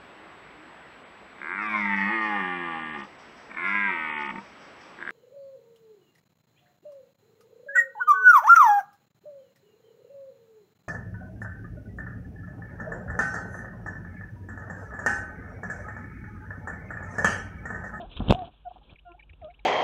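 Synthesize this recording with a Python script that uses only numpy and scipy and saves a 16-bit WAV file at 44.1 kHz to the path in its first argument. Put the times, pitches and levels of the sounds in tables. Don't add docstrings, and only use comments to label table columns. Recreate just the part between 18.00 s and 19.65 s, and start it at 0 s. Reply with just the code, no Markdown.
import sys
import numpy as np
from scipy import signal
from scipy.fft import rfft, irfft
from scipy.io import wavfile
from scipy.ndimage import uniform_filter1d

SR = 44100
rng = np.random.default_rng(int(sys.argv[2]) if len(sys.argv) > 2 else 0)


def log_audio(samples):
    frames = np.atleast_2d(samples).T
    limited = np.clip(frames, -1, 1)
    pcm = np.round(limited * 32767).astype(np.int16)
    wavfile.write(sys.argv[1], SR, pcm)


def elevation(decibels):
    levels = np.asarray(decibels, float)
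    return 10 ** (levels / 20)


N = 72765


def curve(t, table, col):
    table = np.array(table, float)
    return np.interp(t, table[:, 0], table[:, col])


def colour(x, points):
    points = np.array(points, float)
    hz = np.maximum(np.fft.rfftfreq(len(x), 1 / SR), 1)
    gain_db = np.interp(np.log(hz), np.log(points[:, 0]), points[:, 1])
    return irfft(rfft(x) * elevation(gain_db), len(x))


def unit(x):
    return x / np.sqrt(np.mean(x ** 2))


def noise():
    return rng.standard_normal(N)


def walk(rate_hz):
    k = int(SR / rate_hz)
    return unit(uniform_filter1d(uniform_filter1d(noise(), k), k))


def swell(t, start, length, peak=0.66):
    u = np.clip((t - start) / length, 0, 1)
    bend = np.log(.5) / np.log(np.clip(peak, .05, .9))
    return np.sin(np.pi * u ** bend) ** 2


def ring(x, hz, width_hz):
    return signal.lfilter(*signal.iirpeak(hz, hz / width_hz, SR), x)


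def rasp(depth, hz):
    return 1 + depth * unit(ring(noise(), hz, hz))


# pitch_hz, level_db (rms)
MAINS_HUM = [(50, -59), (150, -75)]
# pitch_hz, level_db (per Hz)
HISS_SPECTRUM = [(20, -16), (45, -0.5), (193, -23.5), (1280, -33.5), (1770, -32), (3320, -31),
                 (4500, -45.5)]


def hum_and_hiss(t):
    hum = sum(np.sqrt(2) * elevation(db) * np.sin(2 * np.pi * hz * t) for hz, db in MAINS_HUM)
    hum = hum * elevation(1.6 * walk(12))
    hiss = unit(colour(noise(), HISS_SPECTRUM))
    return hum + hiss * elevation(-61.5 + 1.2 * walk(10))


# time_s, level_db
LITTER_STIR = [(0, -48.5), (.06, -55), (.16, -56.5), (.3, -39), (.4, -52), (.47, -56.5), (.53, -71.5),
               (.63, -79), (.72, -67.5), (.84, -68.5), (.92, -56), (.97, -82), (1.38, -71), (1.45, -60),
               (1.53, -79.5)]
# pitch_hz, level_db (per Hz)
LITTER_SPECTRUM = [(35, -17), (60, 0.5), (300, -4), (1370, -18.5), (1960, -25.5), (2810, -23.5),
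                   (3430, -23), (4500, -35.5)]


def litter(t):
    grains_per_s, spread_db = 810, 5
    hit, size = rng.random((N, 2)).T
    grains = (hit < grains_per_s / SR) * elevation(-spread_db * np.log(size + 1e-9)) * noise()
    bed = unit(grains) + 2.1 * noise()
    stir_db = curve(t, LITTER_STIR, col=1) + 3.5 + 1.5 * walk(31)
    return unit(colour(bed, LITTER_SPECTRUM)) * elevation(stir_db)


# start_s, length_s, pitch_hz, level_db (peak)
WING_BEATS = [
    (0.043, 0.12, 43, -41.5),
    (0.199, 0.077, 45.05, -31.5),
    (0.412, 0.051, 90.7, -44),
    (1.291, 0.091, 79.2, -46),
    (1.415, 0.041, 70.7, -42),
]


def flaps(t):
    out = np.zeros(N)
    for start, length, hz, db in WING_BEATS:
        out += elevation(db) * swell(t, start, length, 0.26) * np.sin(2 * np.pi * hz * (t - start))
    return out


# start_s, length_s, level_db
BOARD_PATTERS = [(.165, .02, -52), (.2005, .012, -33), (.21, .016, -37), (.238, .008, -44),
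                 (.335, .025, -44), (.42, .04, -50)]


def boards(t):
    hz, width_hz = 850, 350
    effort = sum(elevation(db) * swell(t, start, length, 0.56) for start, length, db in BOARD_PATTERS)
    return effort * unit(ring(ring(noise(), hz, width_hz), hz, width_hz))


# start_s, length_s, level_db
CLAW_SCRAPES = [(0.0025, 0.037, -51.5), (0.165, 0.034, -40.5), (0.195, 0.011, -42.5), (0.091, 0.14, -56),
                (.21, 0.061, -60), (0.502, 0.18, -66), (0.673, 0.092, -67), (0.727, .1, -65),
                (0.44, 0.061, -53.5), (.9, 0.037, -60), (0.81, 0.22, -66), (0.834, 0.02, -67),
                (1.444, 0.0086, -52.5), (1.447, 0.0177, -66.5)]
# start_s, length_s, level_db
CLAW_SKIDS = [(.281, .012, -41), (.2865, .003, -34), (.2965, .007, -25), (.302, .003, -29),
              (.305, .005, -19), (.308, .002, -15), (.311, .008, -28), (.324, .004, -33), (.328, .02, -42),
              (.3465, .005, -35), (.3905, .004, -43), (.9345, .003, -54)]
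# pitch_hz, level_db
CLAW_SPECTRUM = [(1200, -8.5), (2000, -15.5), (2500, -6.5), (3200, -0.5), (3800, -9), (4400, -13)]


def claws(t):
    effort = sum(elevation(db) * swell(t, start, length, 0.22) for start, length, db in CLAW_SCRAPES + CLAW_SKIDS)
    scratch = noise() * elevation(2.2 * walk(330))
    return effort * unit(colour(scratch, [(6.7, -44.5)] + CLAW_SPECTRUM + [(20000, -58)]))


# start_s, length_s, start_pitch_hz, end_pitch_hz, level_db
TWITTERS = [(0.112, 0.035, 2780, 3623, -42), (0.143, 0.034, 3420, 3855, -44.5),
            (0.265, 0.013, 3225, 3694, -46), (0.893, 0.013, 2406, 2400, -56),
            (0.955, 0.019, 2800, 1725, -53.5), (0.984, 0.021, 2200, 3480, -53),
            (1.116, 0.013, 2187, 3060, -54), (1.19, 0.028, 2680, 1570, -50),
            (1.223, 0.019, 2080, 3185, -54), (1.292, .02, 2884, 1513, -51.5),
            (1.330, 0.014, 2210, 3020, -53.5), (1.414, .016, 2176, 1700, -55.5),
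            (1.446, 0.017, 2590, 3900, -64), (1.499, 0.022, 2416, 1840, -56),
            (1.538, 0.018, 2343, 3450, -56), (1.591, 0.012, 2700, 1870, -54.5),
            (1.508, 0.0098, 4100, 3840, -56.5), (1.596, 0.0078, 4100, 3740, -57),
            (0.262, 0.028, 3020, 3450, -54.5)]
# pitch_hz, width_hz, level_db
BOX_RESONANCES = [(1690, 350, -6), (2284, 270, 3.5), (2700, 270, -1.5), (2970, 130, -1), (3500, 170, -8.5),
                  (3830, 310, -8)]


def chicks(t):
    voice = np.zeros(N)
    jitter = 1 + .03 * walk(500)
    breath = elevation(-17) * unit(ring(noise(), 3200, 1800))
    for start, length, hz0, hz1, db in TWITTERS:
        hz = hz0 + (hz1 - hz0) * np.clip((t - start) / length, 0, 1) ** .6
        phase = 2 * np.pi * np.cumsum(hz * jitter) / SR
        tone = np.sin(phase) + elevation(-22) * np.sin(2 * phase)
        voice += elevation(db) * swell(t, start, length, 14.3 * length) ** 0.62 * (tone + breath)
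    voice *= rasp(.5, 280)
    box = np.zeros(N)
    for k, (hz, width_hz, db) in enumerate(BOX_RESONANCES):
        box += (-1) ** k * elevation(db) * ring(voice, hz, width_hz)
    return elevation(5.5) * box


# time_s, pitch_hz, level_db
ADULT_COOS = [
    [(-.01, 682, -33), (.018, 719, -42.5), (.034, 630.6, -41.5), (.046, 727, -44.5), (.056, 790, -48.5),
     (.063, 835, -55), (.07, 860, -67)],
    [(.33, 698, -30.5), (.345, 710, -39), (.355, 713, -30), (.369, 771.6, -39.5), (.405, 729.4, -34),
     (.423, 706, -32.5), (.437, 671, -39.5), (.455, 702, -45), (.47, 664, -60)],
    [(.645, 750, -67), (.657, 756, -41), (.667, 710, -37), (.681, 714.6, -34), (.691, 734, -50.5),
     (.702, 728, -56)],
    [(1.05, 706, -56), (1.06, 723, -50.5), (1.07, 708.4, -47), (1.084, 699.3, -49), (1.132, 679.4, -66.5),
     (1.15, 733, -48.5), (1.158, 730, -62), (1.18, 707, -74)],
    [(1.412, 755, -56), (1.424, 725, -44), (1.436, 618, -44), (1.46, 615.4, -40.5), (1.478, 597, -43),
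     (1.488, 702, -49), (1.508, 703, -49), (1.53, 749, -68)],
]
# level_db, start_s, length_s
COO_OCTAVES = [(-62.5, -.02, 0.12), (-64.5, 0.355, 0.072), (-60.5, .65, 0.041), (-58.5, 1.045, 0.12),
               (-60.5, 1.425, 0.081)]
# start_s, length_s, then level_db of 0.5, 1.5 and 2.5 times the pitch
HALF_PITCH = [(1.074, 0.067, -55, -59, -74), (-.005, 0.055, -55, -54, -59.5),
              (.335, 0.098, -61.5, -55, -61.5), (1.15, 0.054, -61, -75, -82)]
# start_s, length_s, pitch_hz, level_db
ADULT_PIPS = [(0.46, 0.055, 725, -49.5), (0.529, 0.032, 717, -65), (0.702, 0.03, 726, -43),
              (0.757, 0.024, 743, -46), (0.808, 0.035, 822, -60), (1.173, 0.046, 860, -61.5),
              (1.227, 0.028, 850, -67), (1.581, 0.054, 841, -69.5)]


def adult(t):
    coos, pips = np.zeros(N), np.zeros(N)
    wobble, flutter = 1 + .007 * walk(69), elevation(1.3 * walk(170))
    halved = [sum(elevation(row[2 + k]) * swell(t, row[0], row[1], 0.59) for row in HALF_PITCH) for k in range(3)]
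    edge_s = .008
    for coo, (db, start, length) in zip(ADULT_COOS, COO_OCTAVES):
        phase = 2 * np.pi * np.cumsum(curve(t, coo, col=1) * wobble) / SR
        on = np.clip(np.minimum(t - coo[0][0] + .001, coo[-1][0] - t) / edge_s, 0, 1)
        overtones = np.sin(2 * phase) + elevation(-14) * np.sin(4 * phase)
        octave = elevation(db) * swell(t, start, length, 0.36) ** .5 * overtones
        croak = sum(gain * np.sin((k + .5) * phase) for k, gain in enumerate(halved))
        coos += on * (elevation(curve(t, coo, col=2)) * np.sin(phase) + octave + croak)
    for start, length, hz, db in ADULT_PIPS:
        pips += elevation(db) * swell(t, start, length, 0.32) ** 1.13 * np.sin(2 * np.pi * hz * t)
    throat = ring(ring(pips * rasp(.6, 77.3), 910, 750), 800, 750)
    return np.sqrt(2) * (coos * flutter + throat)


# start_s, level_db (peak), fade_s
CASE_CRACKS = [(.2995, -64, .012), (.3085, -48, .001), (.311, -48, .001), (.313, -63, .02),
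               (.319, -60, .003), (.324, -35, .0005), (.328, -53, .0008), (.325, -63, .011)]


def cracks(t):
    fade = np.zeros(N)
    for start, db, fade_s in CASE_CRACKS:
        fade += elevation(db) * (t > start) * np.exp(-np.maximum(t - start, 0) / fade_s)
    return fade * unit(colour(noise(), [(3500, -27), (5000, -5), (7300, 0.0), (15000, -31.5)]))


# start_s, level_db (peak), pitch_hz (of the push), direction (sign), ring_cycles
WALL_KNOCKS = [(0.163, -30.5, 61.4, -1, 3.1), (0.193, -24.5, 92, -1, 2.8), (0.2029, -18.5, 230, 1, 4.7),
               (0.2064, -24, 123, 1, 0.34), (0.218, -21, 109.4, -1, 2.5), (0.227, -30, 203, 1, 2),
               (0.24, -31.5, 151.1, -1, 1.2), (0.259, -31, 82, -1, 7.9), (0.345, -22, 121, 1, 1.6),
               (0.388, -32.5, 151, 1, 1.4), (0.927, -33, 96.5, -1, 1.04)]
# start_s, level_db (peak), pitch_hz (of the push), direction (sign), ring_cycles
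LANDING_BLOWS = [(.2828, -11, 200, -1, .7), (.2842, -12, 220, -1, .9), (.2953, -8, 160, 1, 2.2),
                 (.3022, -13, 700, -1, .8), (.3029, 1.5, 230, 1, .9), (.3066, -12, 700, 1, 1),
                 (.3076, -4, 700, -1, 2.6), (.309, 4.5, 170, -1, 1.1), (.316, -17, 50, 1, 1.2),
                 (.3237, -2, 700, 1, 1), (.3243, 3.5, 420, -1, .55)]


def knocks(t):
    push, rattle = np.zeros(N), np.zeros(N)
    for start, db, hz, direction, cycles in WALL_KNOCKS + LANDING_BLOWS:
        turn = np.maximum(t - start, 0) * hz
        fade = elevation(db) * np.exp(-turn / cycles * 3.18)
        push += np.sign(direction) * fade * np.sin(2 * np.pi * turn)
        rattle += fade * np.minimum(turn * 8, 1)
    wood = unit(colour(noise(), [(150, -10.5), (500, -0.5), (1100, -8.5), (2000, -37.0), (5000, -44.5)]))
    return push + elevation(-20) * rattle * wood


def scene():
    t = np.arange(N) / SR
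    air = adult(t) + chicks(t) + knocks(t) + flaps(t) + claws(t) + litter(t) + hum_and_hiss(t) + boards(t)
    air = air - 0.82 * ring(air, 2000, 790)
    band = signal.cheby2(10, 50, 4750, fs=SR, output="sos")
    return (signal.sosfilt(band, air) + cracks(t))[None]


def roll_off(x):
    return signal.sosfilt(signal.butter(12, 15700, fs=SR, output="sos"), x)


def record(dry):
    clip_at, knee = .455, 8
    x = dry / (1 + np.abs(dry / clip_at) ** knee) ** (1 / knee)
    x = x + elevation(-96) * rng.standard_normal(dry.shape)
    x = signal.sosfilt(signal.butter(1, 18, "high", fs=SR, output="sos"), x)
    return roll_off(x)


dry = scene()
out = record(dry)
log_audio(out)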